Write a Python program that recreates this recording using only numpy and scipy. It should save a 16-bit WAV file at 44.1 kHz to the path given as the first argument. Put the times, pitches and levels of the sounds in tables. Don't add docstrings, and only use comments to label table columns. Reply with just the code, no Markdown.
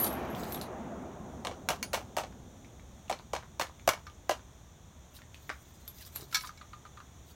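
import sys
import numpy as np
from scipy import signal
from scipy.fft import rfft, irfft, next_fast_len
from scipy.io import wavfile
from scipy.ndimage import uniform_filter1d, map_coordinates

SR = 44100
rng = np.random.default_rng(int(sys.argv[2]) if len(sys.argv) > 2 else 0)


def to_wav(s):
    ch = np.atleast_2d(s).T
    pcm = np.round(np.clip(ch, -1, 1) * 32767)
    wavfile.write(sys.argv[1], SR, pcm.astype(np.int16))


N = 324116
TIME = np.arange(N) / SR
AGE = np.arange(int(.4 * SR)) / SR

# f/Hz, level/dB
SCRAPE = [(400, -17), (1500, -3), (2500, -5), (3800, 3.5), (5500, -0.5), (8000, -0.5), (11000, -4),
          (13700, 3), (15200, 0), (16000, -1)]
# f/Hz, level/dB
THUD = [(120, -9), (280, -17), (450, -5.5), (700, 1), (1050, -5.5), (1500, -30), (4000, -45), (9000, -60)]
# f/Hz, level/dB
CRACK = [(300, -19), (900, 0.5), (1500, 9), (3000, 6), (4000, 14), (6000, 8.5), (9000, -1), (12000, 2.5),
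         (15500, -15)]


def amp(db):
    return 10 ** (np.asarray(db) / 20)


def unit(x):
    return x / np.sqrt(np.mean(x ** 2) + 1e-20)


def along(points, hz):
    f, v = np.transpose(points)
    return np.interp(np.log(hz + 1), np.log(f + 1), v)


def fall(t60):
    return np.exp(-np.log(1000) * AGE / t60)


def wobble(rate):
    return map_coordinates(rng.standard_normal(int(N * rate / SR) + 4), [TIME * rate])


def colour(x, spectrum):
    m = next_fast_len(len(x) + 2048)
    gain = amp(along(spectrum, np.fft.rfftfreq(m, 1 / SR)))
    return unit(irfft(rfft(x, m) * gain, m)[:len(x)])


def noise(spectrum, size):
    return colour(rng.standard_normal(size), spectrum)


def burst(spectrum, t60):
    envelope = fall(t60)
    return unit(noise(spectrum, len(AGE)) * envelope) * np.sqrt(np.mean(envelope ** 2))


def grains(spectrum, rate, spread_db, size):
    hits = (rng.random(size) < rate / SR) * rng.choice([-1, 1], size)
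    return colour(hits * amp(spread_db * rng.uniform(-1.4, 1, size)), spectrum)


def ring(modes, vary_db, detune):
    hz, db, t60 = np.transpose(modes)
    gain = amp(db + vary_db * rng.standard_normal(len(hz)))
    hz = hz * (1 + detune * rng.standard_normal(len(hz)))
    waves = np.sin(2 * np.pi * hz[:, None] * AGE) * fall(t60[:, None])
    polarity = (-1) ** np.arange(len(hz))
    return np.sqrt(2) * (gain * polarity) @ waves / np.linalg.norm(gain)


def patches(x, patchy_db):
    hz, t, frames = signal.stft(x, SR, nperseg=1024)
    field = uniform_filter1d(rng.standard_normal(frames.shape), size=8, axis=0)
    field = uniform_filter1d(field, size=3, axis=1)
    return hz, t, frames * amp(patchy_db * unit(field))


def soften(x, edge_hz):
    return signal.lfilter(*signal.butter(2, min(edge_hz, .45 * SR), fs=SR), x)


def thin(x, edge_hz):
    return signal.lfilter(*signal.butter(2, edge_hz, 'highpass', fs=SR), x)


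def add(track, s, hit):
    start = max(0, round(s * SR))
    track[start:start + len(hit)] += hit[:max(0, N - start)]


def sheltered(hit, wet_db):
    # f/Hz, t60/s
    decay_times = [(200, .13), (650, .13), (1200, .19), (2500, .16), (6000, .16), (14000, .13)]
    hz, t, frames = signal.stft(rng.standard_normal(len(AGE)), SR, nperseg=256)
    decay = np.exp(-np.log(1000) * t / along(decay_times, hz)[:, None])
    tail = signal.istft(frames * decay, SR, nperseg=256)[1]
    tail = tail[:len(AGE)] * (1 - fall(0.023))
    return hit + amp(wet_db) * signal.fftconvolve(hit, tail / np.linalg.norm(tail))[:len(AGE)]


def echo(level_db=-35):
    # f/Hz, level/dB
    woods = [(24, -21), (40, -22), (60, -8.5), (99, -12), (253, -0.5), (299, -8.5), (354, -4), (437, -8.5),
             (737, -5.5), (3000, -25.5), (3700, -31.5), (4870, -40), (6000, -34), (7800, -74),
             (13200, -120)]
    # f/Hz, loss/(dB/s)
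    fade = [(70, 1.5), (250, 7.5), (600, 9), (1500, 14), (4000, 21)]
    hz, t, frames = patches(noise(woods, N), patchy_db=1.5)
    gain = amp(level_db - along(fade, hz)[:, None] * t)
    return signal.istft(frames * gain, SR, nperseg=1024)[1][:N]


def outdoors(rumble_db=-54.5, insects_db=-63):
    # f/Hz, level/dB
    rumble_spectrum = [(13, -36), (22, 7), (35, -10), (69, 5), (97, 0), (242, -11), (483, -18.5),
                       (650, -16.5), (777, -18), (1230, -22.5), (1720, -32.5), (1970, -43), (2500, -51),
                       (3250, -59.5), (5500, -120)]
    # f/Hz, level/dB
    insect_spectrum = [(2000, -1), (2900, -5), (3500, 2.5), (4200, -7), (5000, -12), (5900, 2.5), (7150, 2),
                       (7450, -11), (8200, -5.5), (10200, -16.5), (12500, -13.5), (16000, -13.5)]
    rumble = amp(rumble_db + 0.67 * wobble(8.6)) * noise(rumble_spectrum, N)
    insects = amp(insects_db + .5 * wobble(5)) * noise(insect_spectrum, N)
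    return rumble + insects


def belt(rise_db_per_s=450, fall_db_per_s=380, jostle_over_db=6.5):
    # t/s, length/s, level/dB
    # the row at 0.1 s is the faint high hiss of the dying echo; in the others the belt slides
    spans = [(0, .07, -46), (.1, .27, -63.5), (0.389, 0.19, -52), (5.156, 0.016, -56.5), (5.354, .6, -68),
             (5.981, .1, -53), (6.161, .06, -51), (6.332, .13, -51.5), (7.282, .03, -64)]
    level, jostle = np.zeros(N), np.zeros(N)
    for s, length, db in spans:
        early, late = np.maximum(s - TIME, 0), np.maximum(TIME - s - length, 0)
        level += amp(db - rise_db_per_s * early - fall_db_per_s * late)
        jostle += scatter(s, s + length, db + jostle_over_db, hz=3600, count=3)
    frames = patches(grains(SCRAPE, rate=4000, spread_db=0.5, size=N), patchy_db=5.0)[2]
    scrape = unit(signal.istft(frames, SR, nperseg=1024)[1][:N])
    return level * amp(2.54 * wobble(70)) * scrape + jostle


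def chink(note_db, others_db, t60, tick_db, case_hz=11640, split_hz=65, twin=0.29, detune=.002):
    # f/Hz, level/dB, t60/s before added damping
    case_modes = [(9060, -12, .15), (9397, 1, .27), (9600, -8, .4), (9722, -8, .25), (10133, -3, .22),
                  (10510, -15, .35), (12545, 1, .25), (13010, 0, .13), (13450, -10, .15)]
    hz = case_hz * (1 + detune * rng.standard_normal())
    pair = np.sin(2 * np.pi * hz * AGE)
    pair += twin * np.sin(2 * np.pi * ((hz + split_hz) * AGE + rng.random()))
    others = amp(others_db) * ring(case_modes, vary_db=5.0, detune=0.0019) * fall(4 * t60)
    tick = amp(tick_db) * burst(SCRAPE, 0.021)
    return 1.34 * amp(note_db) * pair * fall(t60) + others + sheltered(tick, wet_db=-6.0)


def brass(contacts=3, first_flight_s=.022, flight_ratio=.55):
    # t/s, main note/dB, neighbouring cases/dB, t60/s, tick/dB, loss per bounce/dB
    touches = [(.001, -28.5, -32.5, 0.24, -44, 2), (.044, -33, -37, 0.11, -28, 6),
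               (.129, -50, -45.5, .12, -43, 12), (.301, -53, -78, 0.19, -67, 18),
               (0.5222, -39.5, -49, .15, -34.5, 5.5), (0.615, -55, -48, 0.076, -40.5, 13),
               (5.878, -42, -60, .12, -36.5, 22), (6.1595, -34.5, -45.5, .07, -35, 18)]
    out = np.zeros(N)
    for s, note_db, others_db, t60, tick_db, loss_db in touches:
        for k in range(contacts):
            add(out, s, amp(-k * loss_db) * chink(note_db, others_db, t60, tick_db))
            s = s + first_flight_s * flight_ratio ** k
    return out


def knock(db, hz):
    push = 1.6 * np.sin(2 * np.pi * hz * AGE) * fall(0.0051)
    grit = 0.39 * burst([(hz / 4, -13), (hz, 0), (hz * 2, -7), (hz * 4, -16), (hz * 12, -55)], 0.019)
    return sheltered(amp(db) * (push + grit), wet_db=-4.5)


def scatter(start, end, db, hz, count, spread_db=1.5, spread_octaves=0.38):
    out = np.zeros(N)
    for k in range(count):
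        s = start + (end - start) * (k + rng.random()) / count
        knock_db = db + spread_db * rng.standard_normal()
        knock_hz = hz * 2 ** (spread_octaves * rng.standard_normal())
        add(out, s, knock(knock_db, knock_hz))
    return out


def handling():
    # t/s, level/dB, f/Hz
    bumps = [(.3497, -37.5, 3420), (.4345, -37.5, 3940), (.547, -32.5, 3720), (.6135, -31.5, 4270),
             (2.325, -46, 1490), (2.6465, -46.5, 2380), (5.189, -42, 1480), (5.2189, -43.5, 1970),
             (5.3447, -39.5, 2550), (5.4938, -28, 2000), (5.5009, -26.5, 1450), (5.503, -35.5, 550),
             (6.161, -36.5, 1400), (6.2, -41, 420), (6.224, -34, 450), (7.003, -37, 1360)]
    out = scatter(start=2.75, end=4.1, db=-47.5, hz=2940, count=7)
    for s, db, hz in bumps:
        add(out, s, knock(db, hz))
    return out


def blow(thud_db, clack_db, rattle_db, edge_hz, lag_s, heave_hz=680, heave_db=20):
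    # f/Hz, level/dB
    impact = [(150, -23), (500, -0.5), (1050, 11), (1800, 4), (2350, 0), (2900, 3.5), (3500, 0), (4900, -3),
              (6100, 0), (7800, -4.5), (10000, -9.5), (12000, -10), (16000, -6)]
    # f/Hz, level/dB, t60/s before added damping
    lock_modes = [(1620, -8, 0.12), (2220, 5, 0.043), (2357, 3.5, 0.029), (2830, 1, 0.04),
                  (3390, -3, 0.032), (4220, 0, 0.059), (5350, -3, 0.023), (5920, 0, 0.027),
                  (6080, -4, 0.024), (6690, -18, 0.023), (7800, -19, 0.027), (9650, -11, 0.059),
                  (11350, -9, 0.091), (12600, -8, 0.06)]
    # f/Hz, level/dB, t60/s
    body_modes = [(335, -17, .07), (520, -9, .055), (608, 1, .075), (720, -3, .055), (820, -5, .05),
                  (1040, -7, .06), (1270, -19, .05), (1460, -19, .05)]
    clack = 1.1 * burst(impact, 0.01) + 2.42 * burst(impact, 0.0028) + 0.37 * burst(impact, 0.05)
    clack += 0.42 * ring(lock_modes, vary_db=4.0, detune=0.0054) * fall(0.16)
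    rattle = grains(impact, rate=1300, spread_db=7.5, size=len(AGE)) * fall(0.12)
    rattle += 0.11 * grains(impact, rate=64, spread_db=2, size=len(AGE)) * fall(0.35)
    steel = soften(amp(clack_db) * clack + amp(rattle_db) * rattle, edge_hz)
    swing = 1 - fall(0.0043)
    thud = swing * (0.48 * ring(body_modes, vary_db=4.5, detune=0.0041) + 1.11 * burst(THUD, 0.024))
    heave = swing * amp(heave_db + thud_db) * np.sin(2 * np.pi * heave_hz * AGE) * fall(0.017)
    body = amp(thud_db) * (thin(sheltered(thud, wet_db=-7.5), edge_hz=240) + thin(heave, edge_hz=520))
    late_body = np.pad(body, (round(lag_s * SR), 0))[:len(AGE)]
    return sheltered(steel * (1 - fall(0.0013)), wet_db=-8.5) + late_body


def stroke(row, lag_s, seat_thud_db, shudder_db, shudder_t60, seat_rattle_db=-4.5, db_per_octave=17):
    s, thud_db, clack_db, rattle_db, seat_s, seat_db, latch_s, latch_db = row
    edge_hz = 12700 * 2 ** ((rattle_db + 35) / db_per_octave)
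    stop = blow(thud_db, clack_db, rattle_db, edge_hz, lag_s)
    seat = blow(thud_db + seat_thud_db, seat_db, rattle_db + seat_rattle_db, .88 * edge_hz, lag_s=.001)
    latch = blow(thud_db=-35.5, clack_db=latch_db, rattle_db=-46.5, edge_hz=6900, lag_s=0.00142)
    shudder = amp(shudder_db) * grains(THUD, rate=400, spread_db=2.5, size=len(AGE)) * fall(shudder_t60)
    out = np.zeros(N)
    add(out, s, stop)
    add(out, s + seat_s, seat + shudder)
    add(out, s + latch_s, latch)
    return out


def crank(echo_delay_s=0.1):
    # t/s, thud/dB, clack/dB, rattle/dB, seating delay/s, seating/dB, latch delay/s, latch/dB
    pulls = [(1.4495, -30.5, -30, -41.5, .021, -30, 0.063, -40),
             (1.688, -22.5, -20.5, -30, 0.016, -27.5, 0.042, -48),
             (1.932, -25.5, -28.5, -29, .012, -25, .043, -39.5),
             (2.167, -23, -32.5, -32, 0.017, -29.5, 0.069, -38)]
    slaps = [(3.0968, -23, -32, -37.5, .0155, -38, 0.029, -30.5),
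             (3.3334, -23.5, -33, -39.5, .0175, -32, 0.03, -30.5),
             (3.5965, -25, -30, -31.5, .0165, -27, .025, -30.5),
             (3.8763, -15.5, -18.5, -30.5, .0135, -15, .0585, -31),
             (4.2937, -17, -27, -35, .0167, -29, 0.022, -30)]
    out = np.zeros(N)
    for row in pulls:
        out += stroke(row, lag_s=.0052, seat_thud_db=-3.0, shudder_db=-38, shudder_t60=0.24)
    for row in slaps:
        out += stroke(row, lag_s=0.00148, seat_thud_db=-14, shudder_db=-36, shudder_t60=0.12)
    for s, *_ in slaps:
        add(out, s + echo_delay_s, knock(db=-41.5, hz=1000))
    return out


def catch(s=1.8278, ring_db=-30, crack_db=-27):
    # f/Hz, level/dB, t60/s
    catch_modes = [(1010, -9, .1), (1922, -7, .06), (2240, 0, .06), (2400, -5, .05), (2794, -8, .08),
                   (4330, -3, .06), (4500, -5, .075), (6202, -4, .06), (8059, -12, .08), (9663, -18, .3),
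                   (11190, -9, .07), (15050, -7, .06)]
    out = np.zeros(N)
    crack = sheltered(amp(crack_db) * burst(CRACK, 0.014), wet_db=-5)
    add(out, s, amp(ring_db) * ring(catch_modes, vary_db=1.0, detune=0.00064) + crack)
    return out


def plinks(glide_hz=750, glide_s=0.0012, every_s=.1201, fade_db=0.74):
    # t/s, level/dB, f/Hz, plinks in the run
    runs = [(4.0675, -35, 1205, 1), (6.326, -33, 1343, 1), (6.436, -35, 1016, 1), (6.445, -32.5, 1210, 1),
            (6.492, -35, 1208, 5)]
    # f/Hz, level/dB
    tick_spectrum = [(500, -16), (1100, 3), (2300, -6.5), (3000, -10),
                     (4300, -6.5), (5500, -30.0), (12000, -35)]
    out = np.zeros(N)
    for s, db, rest_hz, count in runs:
        phase = 2 * np.pi * np.cumsum(rest_hz + glide_hz * np.exp(-AGE / glide_s)) / SR
        note = np.sin(phase) * (0.45 * fall(0.037) + 0.33 * fall(0.13)) * (1 - fall(0.01))
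        for k in range(round(count)):
            tick = 0.23 * burst(tick_spectrum, 0.085)
            add(out, s + k * every_s, amp(db - k * fade_db) * sheltered(note + tick, wet_db=-11.0))
    return out


def feed(damping_t60=.6):
    # t/s, ring/dB, crack/dB
    snaps = [(4.0678, -50.5, -57), (6.3134, -66, -52), (6.327, -55, -41.5), (6.3454, -22.5, -26.5),
             (6.354, -37, -25.5), (6.368, -35, -35), (6.409, -46, -42.5), (6.4715, -46, -43),
             (6.5748, -54, -57)]
    # f/Hz, level/dB, t60/s before the belt's damping
    steel_modes = [(1012, -16.5, 0.23), (1281, -13, 0.26), (1660, -5, 0.2), (2220, 2.5, 0.13),
                   (2330, -2, .08), (2500, -15, 0.14), (3450, -4, 0.073), (3600, -11.5, .15),
                   (4000, -1, 0.073), (4300, -12, 0.072), (4340, -4, 0.15), (5140, -15, 0.33),
                   (5280, -14, 0.14), (5380, 5, 0.036), (5660, -6, 0.12), (5800, -1.5, 0.13),
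                   (6210, -5, 0.098), (7052, -9, 0.09), (7380, -5.5, 0.07), (7750, -12, .08),
                   (13600, -12, .08)]
    out = np.zeros(N)
    for s, ring_db, crack_db in snaps:
        steel = amp(ring_db) * ring(steel_modes, vary_db=2.5, detune=0.003) * fall(damping_t60)
        crack = amp(crack_db) * burst(CRACK, 0.044)
        add(out, s, sheltered(steel + crack, wet_db=-9))
    return out


def scene():
    gun = crank() + catch() + feed() + brass() + handling() + plinks() + belt()
    return (gun + echo() + outdoors())[None]


def record(dry, low_cut_hz=30, top_hz=15950):
    m = next_fast_len(N + 8192)
    hz = np.fft.rfftfreq(m, 1 / SR)
    low_cut = (hz / low_cut_hz) ** 4 / (1 + (hz / low_cut_hz) ** 4)
    return irfft(rfft(dry, m) * low_cut * (hz < top_hz), m)[:, :N]


dry = scene()
out = record(dry)
to_wav(out)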